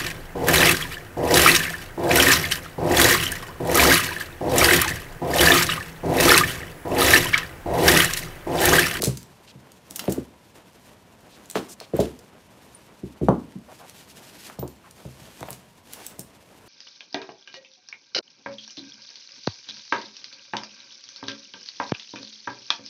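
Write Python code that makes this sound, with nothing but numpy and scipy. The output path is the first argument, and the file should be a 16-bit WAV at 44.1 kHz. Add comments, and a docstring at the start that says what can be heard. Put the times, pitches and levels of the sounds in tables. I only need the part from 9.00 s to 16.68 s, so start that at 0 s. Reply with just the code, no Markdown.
"""Leather bridle handled on cloth

A bridle is turned over by hand on a cloth spread on the floor of a small room, heard from close by.
Straps and the padded bit knock dully: each contact excites floor modes. Buckles and rings tick as filtered
noise bursts and now and then ring as beating pairs of sines. Leather slides over the cloth as grainy shaped
noise, among short puffs of hiss. A short diffuse answer of the walls follows knocks and ticks, over a quiet
room tone.
"""
import sys
import numpy as np
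from scipy import signal
from scipy.fft import rfft, irfft, next_fast_len
from scipy.io import wavfile
from scipy.ndimage import map_coordinates

SR = 44100
rng = np.random.default_rng(int(sys.argv[2]) if len(sys.argv) > 2 else 0)


def master_out(mix):
    """Clip the mix to full scale and print it as 16-bit PCM to the path in sys.argv[1]."""
    frames = np.transpose(np.atleast_2d(mix))
    ceiling = np.clip(frames, -1, 1)
    pcm = np.round(ceiling * 32767).astype(np.int16)
    wavfile.write(sys.argv[1], SR, pcm)


N = 338688

# Soft landings: (t/s, level/dB, mass f/Hz, bounce f/Hz, contact f/Hz)
# mass: light parts move little below it; bounce: the part's own springing; contact: softness, little above it
KNOCKS = [(0.001, -33.5, 70, 298, 634), (0.031, -29, 90, 423, 1390), (0.07, -21, 79.5, 135, 510),
          (0.55, -45, 100, 133, 450), (0.908, -49.5, 150, 248, 400), (1.041, -46, 300, 750, 1900),
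          (1.081, -21, 110, 300, 680), (1.177, -27, 87.4, 310, 503), (2.556, -24.5, 264, 294, 2600),
          (2.572, -31, 255, 310, 1770), (2.812, -44.5, 390, 546, 2560), (2.936, -22.5, 109, 403, 510),
          (2.991, -17.5, 95, 417, 660), (3.002, -27.5, 70, 576, 746), (4.033, -32, 76, 302, 355),
          (4.213, -25.5, 53, 183, 573), (4.226, -23.5, 60, 337, 420), (4.2853, -13.5, 165, 212, 1080),
          (4.554, -35.5, 157, 199, 304), (5.499, -47.5, 600, 1300, 3600), (5.588, -33, 70, 130, 895),
          (5.6276, -31, 68, 323, 1000), (6.052, -37, 55, 127, 683), (6.210, -49, 70, 131, 200),
          (6.410, -39.5, 70, 128, 1500), (6.429, -37.5, 110, 835, 2200), (6.485, -41.5, 150, 754, 2000),
          (6.506, -43, 80, 134, 1200), (7.189, -41, 107, 187, 775)]
# Modes of the covered floor under every landing: (f/Hz, width/Hz, relative level/dB)
FLOOR_MODES = [(69.5, 6.4, 13), (130, 10.7, 10.5), (192, 14.4, 7), (235.2, 12, -0.5), (322, 68, -3.5),
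               (368, 139, 8), (467, 16, -9), (559, 22, -6.5), (645, 37, -6), (1030, 27, -7),
               (1150, 180, -13), (1333, 19, -19), (1740, 130, -55), (3140, 950, -42)]
# Buckles and rings touching: (t/s, level/dB, brightest f/Hz, chatter t60/s)
TICKS = [(0.021, -28.5, 6750, 0.01), (0.039, -28.5, 7900, 0.011), (0.046, -29.5, 6940, 0.013),
         (0.055, -32.5, 7000, 0.038), (0.071, -37, 8000, 0.023), (0.172, -42.5, 6070, 0.029),
         (0.23, -53.5, 6840, .004), (0.719, -56, 6470, 0.0094), (0.9095, -43, 7000, 0.0025),
         (0.9595, -35, 7700, 0.03), (0.9935, -34, 3300, 0.031), (1.055, -51, 3500, .009),
         (1.079, -46, 1900, 0.0023), (1.096, -42, 8040, 0.12), (1.122, -36.5, 9500, 0.026),
         (2.458, -58, 6000, .004), (2.5, -43, 7960, 0.014), (2.512, -43, 7140, 0.0042),
         (2.553, -39.5, 3300, 0.23), (2.802, -45, 4300, 0.012), (2.967, -46.5, 7260, .003),
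         (3.002, -39, 4970, 0.047), (3.056, -51, 3380, 0.0056), (3.19, -56, 5800, .035),
         (4.288, -49.5, 2960, 0.011), (4.5225, -60.5, 2820, .007), (4.897, -51, 7400, 0.0026),
         (5.499, -58, 2200, 0.0017), (5.592, -50, 4420, 0.019), (5.677, -53, 6860, .025),
         (5.91, -54, 7200, .012), (6.407, -51, 4900, 0.0073), (6.429, -48.5, 1900, 0.0058),
         (6.488, -50, 1900, .004), (6.506, -40.5, 9100, 0.0034), (6.53, -46.5, 7300, 0.004),
         (6.935, -40.5, 12200, .003), (7.0655, -39, 9200, 0.012), (7.194, -40, 9300, 0.0082)]
# Small steel parts left free to ring: (t/s, level/dB, f/Hz, t60/s)
PINGS = [(0.205, -58, 14200, .2), (1.039, -41, 14100, .12), (1.058, -50, 9400, .25),
         (1.084, -53, 14200, .1), (3.7473, -38.5, 9350, 0.067), (5.594, -34.5, 14260, 0.15),
         (5.690, -51, 14200, 0.14), (6.484, -47, 14200, .07)]
# Pulls of the straps over the cloth: (t/s, length/s, leather hiss level/dB, cloth rub level/dB)
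DRAGS = [(0.0, 0.05, -40, -40.5), (0.893, .26, -57, -44), (1.524, 0.04, -56.5, -51.5),
         (1.68, 0.21, -60.5, -55.5), (2.21, 0.49, -59, -50), (2.922, 0.088, -45.5, -36),
         (3.53, 0.27, -63, -58), (4.192, 0.038, -57.5, -47.5), (4.668, 0.36, -52, -62),
         (5.036, 0.45, -48, -53), (5.93, .6, -51.5, -53), (6.832, 0.23, -48.5, -46.5),
         (7.488, 0.22, -57.5, -55)]
# Short puffs of grainy hiss: (t/s, level/dB, length/s, centre f/Hz)
PUFFS = [(0.02, -46, 0.052, 7000), (0.463, -50.5, 0.064, 3440), (0.998, -58, 0.029, 3500),
         (1.014, -54, 0.12, 2500), (1.104, -46, 0.042, 7000), (2.302, -55.5, 0.073, 3800),
         (2.541, -39, 0.062, 3060), (2.678, -43.5, 0.072, 6640), (2.799, -49.5, 0.067, 3300),
         (2.989, -48, 0.08, 3850), (4.674, -47, 0.071, 650), (4.78, -47, 0.097, 730),
         (5.826, -53, .07, 1090), (7.196, -46, 0.028, 7400)]
# Spectrum of leather on cloth: (f/Hz, relative level per Hz/dB)
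HISS_SPECTRUM = [(880, -38), (1500, -0.5), (2140, -1), (2720, 2), (5940, -0.5), (7840, -2.5), (11200, -4),
                 (14600, -8), (16000, -22)]
# Spectrum of the cloth dragged along: (f/Hz, relative level per Hz/dB)
RUB_SPECTRUM = [(80, -25), (190, 6.5), (350, 3.5), (650, 1.5), (1300, -5), (3000, -13.5), (6000, -40)]
# Decay of the walls' answer: (f/Hz, t60/s)
WALL_DECAY = [(60, 0.6), (160, 0.46), (420, 0.17), (1100, 0.28), (3000, 0.25), (8000, 0.25), (15000, 0.2)]
# Spectrum of the room tone: (f/Hz, relative level per Hz/dB)
ROOM_SPECTRUM = [(20, -39.5), (40, -8), (64, -1), (100, 1.5), (200, 1.5), (300, -10), (600, -8.5),
                 (800, -12.5), (960, -4.5), (1200, -16), (3000, -18.5), (7000, -27.5), (13000, -35),
                 (16000, -54)]

HIT = np.arange(SR // 3) / SR  # time within one contact, s
LEAD_IN_S = 0.012  # lead-in before the tick, s
TOP_HZ = 15500  # upper band limit
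# Faint ticks of buckles carried along by a drag
JOSTLE_PER_S, JOSTLE_HZ, JOSTLE_S = 4.7, 6700, 0.0071  # mean rate, brightest frequency, chatter t60
JOSTLE_DB, JOSTLE_SCATTER_DB = -10, -5  # level against the leather's hiss, spread to either side
# A pull takes hold, gathers speed, then dies away
DRAG_ATTACK_S, DRAG_SWELL_DB, DRAG_STOP_DB_PER_S = 0.032, 8, 127
REST_HISS_DB, REST_RUB_DB = -63.5, -57.5  # the straps settling between pulls


def amp(db):
    """Level law: decibels to an amplitude factor."""
    return 10 ** (np.asarray(db) / 20)


def unit(x):
    """Normalisation: x at rms 1."""
    return x / np.sqrt(np.mean(x ** 2) + 1e-20)


def at_level(x, db):
    """Onset level: x scaled so that its first 40 ms have this rms level."""
    onset = x[:SR // 25]
    return amp(db) * x / np.sqrt(np.mean(onset ** 2) + 1e-20)


def along(points, hz):
    """Interpolation of (f/Hz, value) points on a logarithmic frequency axis."""
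    f, value = np.transpose(points)
    return np.interp(np.log(hz + 1), np.log(f + 1), value)


def wobble(rate):
    """Slow random fluctuation: a smooth curve through `rate` random knots a second."""
    knots = rng.standard_normal(int(N * rate / SR) + 4)
    return map_coordinates(knots, [np.arange(N) * rate / SR])


def filtered(x, response):
    """Linear filtering: the spectrum of x times a response of frequency."""
    m = next_fast_len(len(x) + SR // 20)
    f = np.fft.rfftfreq(m, 1 / SR)
    return irfft(rfft(x, m) * response(f), m)[:len(x)]


def coloured(x, spectrum):
    """Spectral shaping by (f/Hz, level/dB) points, at rms 1."""
    return unit(filtered(x, lambda f: amp(along(spectrum, f))))


def resonance(f, hz, width):
    """Damped oscillator: response of one mode, unity at its own frequency."""
    damping = 1j * f * width
    return damping / (hz * hz - f * f + damping)


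def springy(f, hz, q):
    """Mass on a spring: a direct path plus a resonance q times as strong at its own frequency."""
    return 1 + q * resonance(f, hz, hz / q)


def slope(f, hz, kind, order):
    """Causal band edge: response of a Butterworth low-pass or high-pass."""
    b, a = signal.butter(order, 1, kind, analog=True)
    return signal.freqs(b, a, f / hz)[1]


def in_room(x, wet_db, delay):
    """Diffuse reflection: decaying noise, drawn anew for each contact, builds up over `delay` seconds."""
    _, t, bins = signal.stft(rng.standard_normal(len(HIT)), SR, nperseg=256)
    hz = np.fft.rfftfreq(256, 1 / SR)
    decay = amp(-60 * t / along(WALL_DECAY, hz)[:, None])
    tail = signal.istft(bins * decay, SR, nperseg=256)[1][:len(HIT)]
    tail = tail * (1 - np.exp(-(HIT / delay) ** 2))
    tail /= np.linalg.norm(tail)
    return x + amp(wet_db) * signal.fftconvolve(x, tail)[:len(x)]


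def add(track, s, sound):
    """Superposition: mix a sound into the track at time s."""
    part = track[max(round(s * SR), 0):][:len(sound)]
    part += sound[:len(part)]


def floor_modes(f):
    """Modal superposition: the floor's response as damped modes of alternating sign."""
    total = 0
    for k, (hz, width, db) in enumerate(FLOOR_MODES):
        total = total + (-1) ** k * amp(db) * resonance(f, hz, width)
    return total


def knocks():
    """Modal excitation: each landing pushes the floor once; weight, spring and softness weight its modes."""
    track = np.zeros(N)
    push = signal.unit_impulse(len(HIT))
    ring = filtered(push, floor_modes)
    shove = filtered(push, lambda f: resonance(f, 398, 445))  # the push of air
    for s, db, mass_hz, bounce_hz, contact_hz in KNOCKS:
        def contact(f):
            """Contact mechanics: mass, spring and softness in cascade."""
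            heavy = slope(f, mass_hz, "high", order=2)
            soft = slope(f, contact_hz, "low", order=4)
            return heavy * springy(f, bounce_hz, q=2.3) * soft

        # only the air's push is answered by the walls
        answer = amp(2.0) * ring + in_room(amp(5.5) * shove, wet_db=-7.0, delay=0.0021)
        add(track, s, at_level(filtered(answer, contact), db))
    return track


def ticks(contacts):
    """Damped impact: faint noise rising before each tick, a snap, then chatter of metal damped by leather."""
    track = np.zeros(N)
    from_snap = np.abs(HIT - LEAD_IN_S)
    for s, db, bright_hz, length in contacts:
        snap = amp(-60 * from_snap / length) + 0.34 * amp(-60 * from_snap / 0.00057)
        lead_in = amp(-26.5 - 60 * from_snap / 0.082)
        chatter = rng.standard_normal(len(HIT)) * np.where(HIT < LEAD_IN_S, lead_in, snap)
        tick = filtered(chatter, lambda f: resonance(f, bright_hz, 0.95 * bright_hz)
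                        * slope(f, 430, "high", order=2))
        add(track, s - LEAD_IN_S, at_level(in_room(tick, wet_db=-6.5, delay=0.0022), db))
    return track


def jostles(hiss_db):
    """Motion-coupled impacts: rows of ticks at random moments, their level following the leather's hiss."""
    rows = []
    for when, size in rng.random((int(JOSTLE_PER_S * N / SR), 2)):
        scatter_db = JOSTLE_SCATTER_DB * (2 * size - 1)
        db = hiss_db[int(when * N)] + JOSTLE_DB + scatter_db
        rows.append((when * N / SR, db, JOSTLE_HZ, JOSTLE_S))
    return rows


def pings():
    """Beating: a free ring sounds two close high modes that decay together."""
    track = np.zeros(N)
    for s, db, hz, t60 in PINGS:
        upper_hz = hz + rng.uniform(29, 110)
        pair = np.sin(2 * np.pi * hz * HIT) + 0.26 * np.sin(2 * np.pi * upper_hz * HIT)
        onset = 1 - np.exp(-HIT / 0.00066)
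        add(track, s, amp(db - 60 * HIT / t60) * onset * pair)
    return track


def drag_levels():
    """Power addition: pulls that swell towards their end and fade, over a rustle; returns hiss and rub in dB."""
    t = np.arange(N) / SR
    hiss_power = np.full(N, amp(REST_HISS_DB) ** 2)
    rub_power = np.full(N, amp(REST_RUB_DB) ** 2)
    for start, length, hiss_db, rub_db in DRAGS:
        grip = np.clip((t - start) / DRAG_ATTACK_S, 0, 1)
        to_go = np.clip(1 - (t - start) / length, 0, 1)
        since_end = np.maximum(t - start - length, 0)
        speed = grip * amp(-DRAG_SWELL_DB * to_go - DRAG_STOP_DB_PER_S * since_end)
        hiss_power += (amp(hiss_db) * speed) ** 2
        rub_power += (amp(rub_db) * speed) ** 2
    return 10 * np.log10(hiss_power), 10 * np.log10(rub_power)


def sliding(hiss_db, rub_db):
    """Friction noise: leather catches on the weave in countless tiny slips; the cloth rubs lower down."""
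    slips = unit((rng.random(N) < 1200 / SR) * rng.standard_normal(N))  # about 1200 a second
    hiss = coloured(rng.standard_normal(N) + 0.58 * slips, HISS_SPECTRUM)
    rub = coloured(rng.standard_normal(N) + 0.7 * slips, RUB_SPECTRUM)
    hiss_gain = amp(hiss_db + 2.3 * wobble(45))
    rub_gain = amp(rub_db + 2.3 * wobble(22))
    return hiss_gain * hiss + rub_gain * rub


def puffs():
    """Band-limited noise: a short puff swells and fades in one grainy band."""
    track = np.zeros(N)
    for s, db, length, centre_hz in PUFFS:
        swell = signal.windows.tukey(int(length * SR), 0.6)
        grain = rng.standard_normal(len(HIT)) * amp(2.6 * rng.standard_normal(len(HIT)))
        band = unit(filtered(grain, lambda f: resonance(f, centre_hz, 0.94 * centre_hz) ** 2))
        add(track, s, amp(db) * swell * band[:len(swell)])
    return track


def room_tone():
    """Stationary noise: the room's background, shaped in spectrum and wavering only slightly."""
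    gain = amp(-56.5 + 0.29 * wobble(3.3))
    return gain * coloured(rng.standard_normal(N), ROOM_SPECTRUM)


def scene():
    """Superposition at one microphone; the pulls drive both the sliding and the faint ticks."""
    hiss_db, rub_db = drag_levels()
    impacts = knocks() + ticks(TICKS + jostles(hiss_db)) + pings()
    noises = sliding(hiss_db, rub_db) + puffs()
    return (impacts + noises + room_tone())[None]


def record(dry):
    """Band limitation: a very steep low-pass at the upper band limit."""
    def band_limit(f):
        """Magnitude response of a low-pass of order 60."""
        return 1 / np.sqrt(1 + (f / TOP_HZ) ** 120)

    return np.array([filtered(channel, band_limit) for channel in dry])


dry = scene()
out = record(dry)
master_out(out)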